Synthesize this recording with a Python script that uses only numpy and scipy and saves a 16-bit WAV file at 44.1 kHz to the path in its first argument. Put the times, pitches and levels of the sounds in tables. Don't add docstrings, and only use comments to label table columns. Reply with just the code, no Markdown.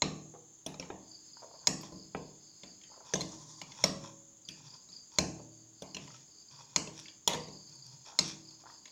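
import sys
import numpy as np
from scipy import signal
from scipy.fft import rfft, irfft, next_fast_len
from scipy.io import wavfile
from scipy.ndimage import uniform_filter1d

SR = 44100
rng = np.random.default_rng(int(sys.argv[2]) if len(sys.argv) > 2 else 0)


def transcribe(signal):
    frames = np.atleast_2d(signal).T
    limited = np.clip(frames, -1, 1)
    pcm = np.round(limited * 32767).astype(np.int16)
    wavfile.write(sys.argv[1], SR, pcm)


N = 393283
TIME = np.arange(N) / SR
TOP_HZ = 16400


def undb(db):
    return 10 ** (np.asarray(db) / 20)


def unit(x):
    return x / np.sqrt(np.mean(x ** 2))


def held(x, seconds):
    return x * np.sqrt(seconds * SR / np.sum(x ** 2))


def clock(seconds):
    return np.arange(int(seconds * SR)) / SR


def fade(t, t60):
    return np.exp(-np.log(1000) * t / t60)


def band(x, lo_hz, hi_hz, order=3):
    edges = [lo_hz, min(hi_hz, SR / 2 - 1)]
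    return signal.sosfilt(signal.butter(order, edges, "band", fs=SR, output="sos"), x)


def resonate(x, peaks):
    out = 0
    for hz, half_width, db in peaks:
        b, a = signal.iirpeak(hz, hz / (2 * half_width), fs=SR)
        once = signal.lfilter(b, a, x)
        out = out + undb(db) * signal.lfilter(b, a, once)
    return out


def coloured(points):
    hz, db = np.transpose(points)
    size = next_fast_len(N)
    log_hz = np.log(np.fft.rfftfreq(size, 1 / SR) + 1)
    gain = undb(np.interp(log_hz, np.log(hz), db))
    return irfft(rfft(rng.standard_normal(size)) * gain, size)[:N] * np.sqrt(SR / 2)


def walk(rate):
    k = int(SR / rate)
    steps = np.repeat(rng.standard_normal(N // k + 1), k)
    return unit(uniform_filter1d(steps, k)[:N])


def grains(rate, spread_db):
    size = undb(spread_db * np.minimum(rng.exponential(size=N), 5))
    return (rng.random(N) < rate / SR) * size * rng.standard_normal(N)


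def waver(x, depth, rate):
    place = np.cumsum(np.exp(depth * walk(rate))) % (N - 1)
    return np.interp(place, np.arange(N), x)


def add(out, s, x):
    i = min(max(int(s * SR), 0), N)
    out[i:i + len(x)] += x[:N - i]


# f/Hz, level/dB per Hz
QUIET = [(25, -112), (60, -102), (130, -96), (320, -96.5), (500, -105), (1000, -107), (1600, -113),
         (2700, -115), (3450, -108), (4100, -111), (4800, -107), (5600, -110), (7800, -114), (8600, -125),
         (13500, -128), (15200, -119)]
# f/Hz, level/dB per Hz before it wanders
CHORUS = [(5700, -125), (6100, -105), (6330, -87), (6480, -91), (6630, -87), (6820, -93.5), (7150, -89),
          (7450, -99), (7800, -113), (8300, -135)]


def night(swell_db=0.84, flicker_db=1.03, rumble_db=0.5):
    quiet = coloured(QUIET)
    rumble = signal.sosfiltfilt(signal.butter(2, 350, fs=SR, output="sos"), quiet)
    shrill = coloured(CHORUS) * undb(swell_db * walk(2.03) + flicker_db * walk(60))
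    return shrill + quiet - rumble + rumble * undb(rumble_db * walk(9.9))


RANGES_HZ = [330, 1300, 3700, 7800, 16000]
SPOTS = ["side", "rim", "bottom"]
# f/Hz, t60/s, relative level/dB struck on side, on rim, on bottom
MODES_BOWL = [(446, 0.056, -18, -1.5, 7.5), (600, 0.071, -11.5, -2, -2.5), (840, 0.19, -19, -14, -31),
              (1001, 0.076, -12, -2.5, -27), (1250, 0.027, -13.5, -16, -33), (1740, 0.036, -26, -11, -50),
              (2200, 0.011, -3.5, -31, -21), (2640, 0.0067, -14, -0.5, -12), (2950, 0.04, -33, -24, -45),
              (3340, 0.037, -43, -3, -23), (3520, 0.013, -8.5, 5, 3.5), (3900, 0.021, -12, -44, -41),
              (4175, 0.053, -8, 2, -12), (4600, 0.04, -32, -14, -30), (4780, 0.017, -9, -16, -2),
              (5170, 0.051, -9, 0.5, -8.5), (5490, 0.024, -4.5, -19, -36), (5700, 0.031, -22, 4.5, 3),
              (6030, 0.012, -12.5, -15, -14.5), (6220, 0.036, -66, -21, 1), (6440, 0.024, -12, -12, -16),
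              (6670, 0.036, 0, -4.5, -12.5), (7460, 0.074, -12, -30, -30), (7070, 0.02, -40, 4, -32),
              (8200, 0.019, -32, -42, -47), (8310, 0.016, -33, -47, -50), (9000, 0.016, -47, -26, -21),
              (9700, 0.021, -34, -29, -50), (10680, 0.042, -43, -44, -59), (11900, 0.037, -37.5, -40, -41),
              (13900, 0.025, -56, -30, -47), (15300, 0.043, -40, -36, -38)]
TOUCHES = {"side": ("side", 3.5, 1.5, -0.61), "tip": ("side", 1.6, 10.3, 4.3),
           "rim": ("rim", 4.6, 1.9, 1.7), "bottom": ("bottom", 7.7, 8.6, 1.7)}


def bowl_modes(touch, knock_hz, rings_hz, knock_t60=0.09, ring_t60=0.03):
    spot, knock_db, *rings_db = TOUCHES[touch]
    hz, t60, *by_spot = np.transpose(MODES_BOWL)
    db = by_spot[SPOTS.index(spot)]

    def strongest(near_hz):
        return db[np.digitize(hz, RANGES_HZ) == np.digitize(near_hz, RANGES_HZ)].max()

    knock = (knock_hz, strongest(knock_hz) + knock_db, knock_t60)
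    rings = [(f, strongest(f) + lead_db, ring_t60) for f, lead_db in zip(rings_hz, rings_db)]
    return [*zip(hz, db, t60), knock, *rings]


CRACK_DB = [-10.5, -2.5, -16.5, -5]


def clink(modes, levels_db, crack_db, hold_s=0.0065, smear=0.13):
    drop_db, drop_s = -14, 0.0044
    attack_s, soft_attack_s = 0.00049, 0.0026
    detune, scatter_db = 0.0045, 2.5
    t = clock(.06)
    loud = np.interp(max(levels_db), [-54, -25], [0, 1])
    hz, db, t60 = np.transpose(modes)[:, :, None]
    pitch = hz * (1 + detune * rng.standard_normal(hz.shape))
    db = db + scatter_db * rng.standard_normal(hz.shape)
    rings = undb(db) * fade(t, t60) * np.sin(2 * np.pi * (pitch * t + rng.random(hz.shape)))
    shape = undb(loud * np.interp(t, [hold_s, hold_s + drop_s], [0, drop_db]))
    shape *= np.minimum(t / (attack_s + soft_attack_s * (1 - loud) ** 2), 1)
    out = 0
    for lo, hi, level_db, noise_db in zip(RANGES_HZ, RANGES_HZ[1:], levels_db, CRACK_DB):
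        inside = (lo <= hz[:, 0]) & (hz[:, 0] < hi)
        ring = rings[inside].sum(axis=0)
        rattle = 0
        for f, d in zip(hz[inside, 0], db[inside, 0]):
            rattle = rattle + resonate(rng.standard_normal(len(t)), [(f, smear * f, d)]) / np.sqrt(f)
        crack = unit(fade(t, 0.026) * band(rattle, lo, hi, order=4))
        part = ring + undb(noise_db + crack_db) * (np.std(ring) + 1e-9) * crack
        out = out + undb(level_db) * held(part * shape, .01)
    return out


# f/Hz, relative level/dB, t60/s
MODES_ROOM = [(60.5, -18, 0.59), (80, -7, 0.47), (102.6, -20, 1.26), (116.4, -13, 1.64), (152.5, 1, 0.88),
              (178.4, 2, 0.48), (194.5, 1, 0.67), (228, -7.5, 0.29), (270, -1, 0.57), (320.4, -6.5, 1.31),
              (439, -4, 0.45), (582, -12, 0.89), (635, -7.5, 0.43), (1048, -11.5, 0.42)]


def thump(diffuse_db=-2, diffuse_t60=0.75, build_s=0.001, sub_db=-12, scatter_db=2):
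    t = clock(0.81)
    hz, db, t60 = np.transpose(MODES_ROOM)[:, :, None]
    hz = hz * (1 + 0.00712 * rng.standard_normal(hz.shape))
    db = db + scatter_db * rng.standard_normal(hz.shape)
    tones = undb(db) * fade(t, t60) * np.sin(2 * np.pi * (hz * t + rng.random(hz.shape)))
    noise = rng.standard_normal(len(t))
    diffuse = unit(band(noise, 180, 356, order=2)) + undb(sub_db) * unit(band(noise, 29.2, 110, order=1))
    boom = np.sum(tones, axis=0) + undb(diffuse_db) * diffuse * fade(t, diffuse_t60)
    return held(boom * (1 - np.exp(-t / build_s)), 0.13)


# t/s, way of striking, knock f/Hz, first ring f/Hz, second ring f/Hz, table thump level/dB,
# then knock, body, ring and sheen level/dB before the mix
BLOWS = [(.02, "side", 954, 4110, 2130, -38.5, -29, -30.5, -24, -65),
         (.663, "bottom", 635, 3400, 6030, -49, -40.5, -41, -39.5, -47.5),
         (0.741, "side", 422, 2400, 3800, -63, -50, -58, -52.5, -85),
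         (0.797, "bottom", 527, 5490, 2580, -52, -43, -45, -39.5, -62),
         (0.825, "side", 910, 2270, 3060, -78, -49, -50, -59, -80),
         (1.671, "side", 950, 6610, 4864, -41.5, -33, -32, -19, -42),
         (1.832, "side", 1000, 3180, 8250, -72, -50.5, -56, -60, -72),
         (1.921, "side", 490, 4600, 1500, -50, -55.5, -78, -57, -81),
         (2.633, "side", 573, 3520, 4400, -59, -53.5, -49.5, -51, -80),
         (2.813, "side", 417, 3270, 5000, -86, -74, -60, -60, -86),
         (2.835, "tip", 417, 3210, 1850, -76, -75, -55, -62, -86),
         (3.137, "bottom", 446, 6160, 1750, -40.5, -31.5, -33.5, -27, -49),
         (3.208, "tip", 403, 4175, 6500, -63, -60, -52, -34.5, -57),
         (3.215, "tip", 404, 4175, 6500, -46.5, -62, -47, -37.5, -60),
         (3.615, "side", 800, 2950, 4480, -58.5, -47.5, -44.5, -43, -65),
         (3.718, "side", 900, 4500, 3470, -76, -67, -52, -52.5, -87.5),
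         (3.8394, "tip", 600, 5590, 5300, -38.5, -27, -29, -19.5, -41.5),
         (4.487, "bottom", 554, 3300, 5700, -58.5, -64, -42, -44.5, -61),
         (4.887, "side", 1250, 3900, 1350, -68, -69, -72, -56, -82),
         (5.1856, "side", 597, 4175, 5820, -37, -30, -30, -21, -45),
         (5.821, "bottom", 563, 3400, 1460, -54.5, -42.5, -49, -48.5, -59),
         (5.946, "rim", 400, 5900, 2840, -53, -57, -44, -40, -66),
         (5.967, "rim", 1000, 2720, 4200, -61.5, -47.5, -41, -46, -66),
         (6.076, "side", 1000, 2950, 1900, -86, -55, -57, -58, -85),
         (6.141, "side", 1303, 2950, 1960, -83, -64, -56.5, -63, -82),
         (6.761, "side", 990, 6620, 4760, -44.5, -34, -32, -21.5, -49),
         (6.873, "rim", 410, 2640, 4800, -60, -46.5, -48.5, -51, -75),
         (7.056, "side", 1000, 2640, 4860, -94, -78, -52.5, -60, -86),
         (7.082, "rim", 1090, 3340, 4900, -90, -65, -48.5, -57, -87),
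         (7.276, "rim", 955, 6850, 3400, -46, -28.5, -24.5, -23.5, -36),
         (7.334, "tip", 500, 3400, 4170, -51, -45, -38, -40, -56),
         (7.347, "tip", 1000, 1780, 3270, -49, -42, -45, -43, -59),
         (7.483, "bottom", 445, 2200, 3900, -56.5, -49.5, -64, -53, -78),
         (8.189, "side", 1000, 4920, 4230, -44, -35.5, -32, -19, -44),
         (8.507, "side", 915, 3550, 2730, -83, -67, -67, -57, -82),
         (8.855, "side", 1026, 6670, 3900, -83, -63, -53.5, -50, -76),
         (8.877, "side", 1030, 3450, 3940, -92, -65, -60, -61, -82)]
# t/s, table thump level/dB,
# then knock, body, ring and sheen level/dB before the mix
KNOCKS = [(.902, -52.5, -38.5, -49.5, -59, -86), (2.148, -46.5, -35, -43, -64, -69)]
# f/Hz, relative level/dB, t60/s
MODES_FOOT = [(440, 8.5, 0.017), (785, 0.5, 0.069), (867, -4.5, 0.035), (1296, -6.5, 0.051),
              (1630, -10, 0.065), (1940, -14, 0.1), (2280, -11, 0.042), (2460, -7, 0.045),
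              (3080, -16, 0.033), (3700, -18, .03), (8500, -35, .02)]
# t/s, f/Hz, level/dB, t60/s
HUMS = [(.902, 3430, -76, 1.9), (2.148, 3520, -71.5, 1.5), (2.835, 3100, -65, 0.35),
        (3.84, 553, -44.5, 1.05), (5.186, 620, -59.5, 1.4)]


def blows(clink_db=-1.5, scattered_db=-1):
    clinks, scattered, thumps = np.zeros((3, N))
    hits = [(s, MODES_FOOT, *levels) for s, *levels in KNOCKS]
    for s, touch, knock_hz, first_hz, second_hz, *levels in BLOWS:
        hits.append((s, bowl_modes(touch, knock_hz, (first_hz, second_hz)), *levels))
    for s, modes, table_db, *levels_db in hits:
        add(clinks, s, clink(modes, levels_db, crack_db=-2.0))
        add(scattered, s, clink(modes, levels_db, crack_db=17.5, hold_s=0.0033, smear=0.46))
        add(thumps, s, undb(table_db) * thump())
    t = clock(0.98)
    for s, hz, db, t60 in HUMS:
        add(thumps, s, undb(db) * fade(t, t60) * np.sin(2 * np.pi * hz * t))
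    return undb(clink_db) * clinks, undb(scattered_db) * scattered, thumps


# f/Hz, level/dB against the sound sent to the walls, t60/s
ROOM = [(248, 2, 0.15), (530, -2.5, 0.55), (1000, -4.5, 0.57), (1370, -11, 0.43), (1900, -4.5, 0.4),
        (4000, -11, 0.41), (6400, -10.5, 0.44), (10000, -12.5, 0.31), (14900, -11, 0.18)]


def room(x, gap_s=0.0019, build_s=0.0035):
    t = clock(1.0)
    hz, db, t60 = np.transpose(ROOM)
    edges = np.geomspace(200, TOP_HZ, num=14)
    build = np.clip((t - gap_s) / build_s, 0, 1)
    tail = 0
    for lo, hi in zip(edges, edges[1:]):
        middle = np.log(lo * hi) / 2
        gain_db = np.interp(middle, np.log(hz), db)
        decay = np.interp(middle, np.log(hz), t60)
        part = band(rng.standard_normal(len(t)), lo, hi) * fade(t, decay) * build
        tail = tail + undb(gain_db) * part * np.sqrt(2 * (hi - lo) / SR / np.sum(part ** 2))
    return signal.fftconvolve(x, tail)[:N]


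# t/s, f/Hz before scatter, typical peak level/dB, number of pops
PLOPS = [(.339, 440, -42.5, 2), (.352, 710, -48.5, 2), (1.369, 930, -45, 1), (1.421, 705, -46.5, 1),
         (1.429, 623, -45.5, 3), (1.486, 860, -67, 1), (1.512, 680, -48, 1), (1.54, 635, -48.5, 3),
         (1.634, 940, -55, 3), (2.275, 465, -53, 2), (2.9, 700, -56, 1), (2.962, 667, -52, 2),
         (2.977, 600, -47.5, 1), (3.005, 750, -49.5, 2), (5.395, 520, -44.5, 2), (6.104, 1000, -48.5, 1),
         (8.073, 1000, -52.5, 1), (8.088, 920, -48.5, 2), (8.122, 930, -49, 3), (8.151, 905, -48, 1),
         (8.164, 1010, -57, 2), (8.638, 960, -48, 1), (8.657, 940, -42.5, 2), (8.672, 1150, -45, 1),
         (8.69, 900, -49, 1), (8.699, 1200, -46, 1)]


def plops(t60=0.02, attack_s=0.00097, gap_s=0.0076):
    pitch_scatter, gap_scatter = 0.11, 0.118
    upper, upper_db, wet_db = 1.53, -5, -23
    out, t = np.zeros(N), clock(0.033)
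    shape = fade(t, t60) * np.minimum(t / attack_s, 1)
    for s, hz, db, count in PLOPS:
        for k in range(count):
            pitch, late, size_db = rng.standard_normal(3)
            phase = 2 * np.pi * hz * np.exp(pitch_scatter * pitch) * t
            tick = undb(wet_db) * unit(band(rng.standard_normal(len(t)), 500, 2600, order=2))
            pop = shape * (np.sin(phase) + undb(upper_db) * np.sin(upper * phase) + tick)
            start = s + k * gap_s * (1 + gap_scatter * late)
            add(out, start, undb(db + size_db) * pop / np.abs(pop).max())
    return out


# t/s, near or far singer, number of wing strokes, level/dB before rasp and mix
CHIRPS = [(0.999, "far", 3, -65), (1.073, "near", 3, -51.5), (1.296, "near", 3, -51),
          (1.516, "near", 3, -51), (1.735, "near", 3, -52), (1.954, "near", 3, -50), (2.161, "far", 3, -58),
          (2.38, "far", 4, -53), (2.634, "near", 3, -56), (2.83, "far", 4, -53), (3.049, "far", 3, -53),
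          (3.29, "far", 3, -59), (3.499, "far", 3, -52), (4.445, "near", 3, -48.5), (4.667, "near", 3, -50),
          (4.891, "near", 3, -47.5), (5.114, "near", 3, -51), (5.33, "far", 3, -59),
          (5.491, "far", 4, -58.5), (5.731, "far", 3, -55.5), (5.865, "near", 3, -54),
          (6.044, "near", 3, -58), (6.274, "near", 4, -56.5), (6.48, "near", 4, -53.5),
          (6.8, "far", 3, -68), (7.019, "near", 3, -51), (7.24, "far", 3, -47), (7.362, "near", 3, -49),
          (7.494, "near", 6, -54), (7.714, "near", 6, -52), (8.004, "near", 3, -52.5),
          (8.22, "near", 3, -58), (8.447, "near", 3, -51), (8.701, "near", 3, -54), (8.82, "far", 2, -54)]


def crickets(stroke_s=0.0192, spacing_s=.034, start_hz=5230, end_hz=4250, first_db=-3, rasp=0.89, detune=0.0077):
    songs, t = {"near": np.zeros(N), "far": np.zeros(N)}, clock(stroke_s)
    glide = np.linspace(start_hz, end_hz, len(t))
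    shape = signal.windows.tukey(len(t), .7)
    for start, singer, strokes, db in CHIRPS:
        for k in range(strokes):
            hz = glide * (1 + detune * rng.standard_normal())
            size = undb(db + first_db * (k == 0))
            whistle = np.sin(2 * np.pi * np.cumsum(hz) / SR)
            add(songs[singer], start + k * spacing_s, size * shape * whistle)
    return [song * (1 + rasp * walk(400)) for song in songs.values()]


# f/Hz, relative level/dB per Hz
TRILL = [(3900, -20), (4300, 1), (4500, -2), (4950, 4.5), (5150, 5), (5400, -32.5)]
# start t/s, end t/s, level/dB before flutter
SPELLS = [(1.02, 2.3, -65.5), (2.35, 3.797, -67.5), (4.45, 5.2, -70), (5.75, 7.15, -68.5),
          (7.35, 8.9, -64.5)]


def trill(fade_s=0.045, flutter_db=2.5):
    gain = 0
    for start, end, db in SPELLS:
        corners = [start - fade_s, start + fade_s, end, end + fade_s]
        gain = gain + undb(db) * np.interp(TIME, corners, [0, 1, 1, 0])
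    return gain * unit(coloured(TRILL)) * undb(flutter_db * walk(55))


# t/s, peak level/dB, f/Hz (upper edge of the snap's band)
SMACKS = [(1.095, -57, 8800), (1.813, -49, 11900), (1.822, -47, 14700), (4.51, -52, 9150),
          (7.696, -52, 6000), (7.756, -54, 8750), (7.866, -42.5, 5850)]


def smacks(t60=0.0043):
    out, t = np.zeros(N), clock(.02)
    for s, db, hz in SMACKS:
        snap = band(rng.standard_normal(len(t)) * fade(t, t60), 0.96 * hz, 1.0 * hz, order=1)
        add(out, s, undb(db) * snap / np.abs(snap).max())
    return out


def stroke(start, length, attack_s=0.023, release_s=0.08):
    corners = [-attack_s / 2, attack_s / 2, length, length + release_s]
    return np.interp(TIME - start, corners, [0, 1, 1, 0])


# start t/s, length t/s,
# table rumble, rubbing and scratch level/dB before drag and mix
STROKES = [(1.4, 0.032, -73, -61, -72), (1.532, 0.23, -69, -61, -78), (1.783, 0.055, -71, -58, -59),
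           (2.91, 0.22, -85, -60, -90), (3.053, 0.07, -69, -67, -62), (3.297, 0.17, -58, -63.5, -69),
           (3.608, 0.45, -57.5, -59, -61), (4.485, 0.26, -57, -66, -65),
           (4.918, 0.019, -61.5, -65.5, -58.5), (5.108, 0.09, -76, -59.5, -63), (6, 0.21, -59, -75, -64),
           (6.506, 0.22, -60, -65, -67), (6.929, 0.076, -69, -70, -56), (7.693, 0.28, -58, -73, -74.5),
           (8.056, 0.16, -77, -59, -61.5), (8.22, 0.061, -57, -62, -48), (8.47, 0.021, -62, -67, -71),
           (8.596, .13, -70, -61, -66.5)]
# f/Hz, half-width of one pass/Hz, relative level/dB
RUB = [(620, 170, -4), (940, 147, 5.5), (1270, 93, -7)]
SCRATCH = [(1900, 1000, -5.5), (2435, 150, 1), (3400, 310, 5.5), (5540, 390, 8.5), (8600, 3700, -45)]


def stirring(rumble_db=-6, rub_db=-5.5, scratch_db=-1, wet_db=-14):
    drag_db, drag_rate = 4.5, 24.1
    gains = sum(np.outer(undb(levels_db), stroke(start, length)) for start, length, *levels_db in STROKES)
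    rumble_gain, rub_gain, scratch_gain = gains * undb(drag_db * walk(drag_rate))
    rumble = unit(band(grains(600, 0.47), 122.0, 146.5, order=2))
    rub = unit(waver(resonate(grains(900, 2.8), RUB), depth=0.028, rate=25))
    scratch = unit(resonate(grains(2000, 2.7), SCRATCH))
    crackle = unit(band(grains(1500, 6.3), 3530, 7100, order=2))
    out = undb(rumble_db) * rumble_gain * rumble + undb(rub_db) * rub_gain * rub
    return out + scratch_gain * (undb(scratch_db) * scratch + undb(wet_db) * crackle)


# start t/s, end t/s, typical slips per s, ring f/Hz,
# level/dB at the start, level/dB at the end
JUDDERS = [(3.151, 3.179, 280, 6400, -28, -59), (3.195, 3.217, 306, 4175, -49, -42.5),
           (7.295, 7.347, 263, 500, -41, -37.5)]
# f/Hz, half-width of one pass/Hz, relative level/dB
CHATTER = [(527, 31, 7), (980, 105, 8.5), (1794, 29, 1.5), (2640, 150, -36), (3550, 230, 4), (4520, 68, -6),
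           (5700, 320, -17), (6400, 180, 4)]


def judder(scatter=0.22, ring_half_width_hz=180, ring_db=5):
    slips = np.zeros(N)
    for start, end, rate, ring_hz, start_db, end_db in JUDDERS:
        t = clock(end - start)
        turns = np.cumsum(rate * np.exp(scatter * walk(200)[:len(t)])) / SR
        pulses = np.diff(np.floor(turns), prepend=0)
        rasp = resonate(pulses, CHATTER + [(ring_hz, ring_half_width_hz, ring_db)])
        add(slips, start, unit(rasp) * undb(np.linspace(start_db, end_db, len(t))))
    return slips


# start t/s, end t/s,
# level/dB at the start, level/dB at the end, both before flutter
SLIDES = [(3.208, 3.602, -54, -60), (3.61, 3.833, -83, -54)]
# f/Hz, relative level/dB per Hz
SLIDE_HISS = [(300, -25), (700, -5), (1030, 12), (1400, -14), (1850, -6), (2600, -23), (3500, 4),
              (4200, -1), (5500, 8.5), (7000, 12), (8000, -8), (9300, -11), (11000, -32), (16000, -25)]


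def slides(flutter_db=2.5):
    gain = 0
    for start, end, start_db, end_db in SLIDES:
        level_db = np.interp(TIME, [start, end], [start_db, end_db])
        gain = gain + stroke(start, end - start) * undb(level_db)
    return gain * unit(coloured(SLIDE_HISS)) * undb(flutter_db * walk(70))


def scene(cricket_direct_db=-3, cricket_room_db=7.0, far_room_db=7):
    clinks, scattered, thumps = blows()
    friction = stirring() + judder() + slides() + plops() + smacks()
    near, far = crickets()
    walls = room(scattered + friction + undb(cricket_room_db) * near + undb(far_room_db) * far)
    direct = clinks + thumps + friction + undb(cricket_direct_db) * near
    return (direct + walls + trill() + night())[None]


def record(dry):
    return signal.sosfilt(signal.ellip(8, .2, 70, TOP_HZ, fs=SR, output="sos"), dry)


dry = scene()
out = record(dry)
transcribe(out)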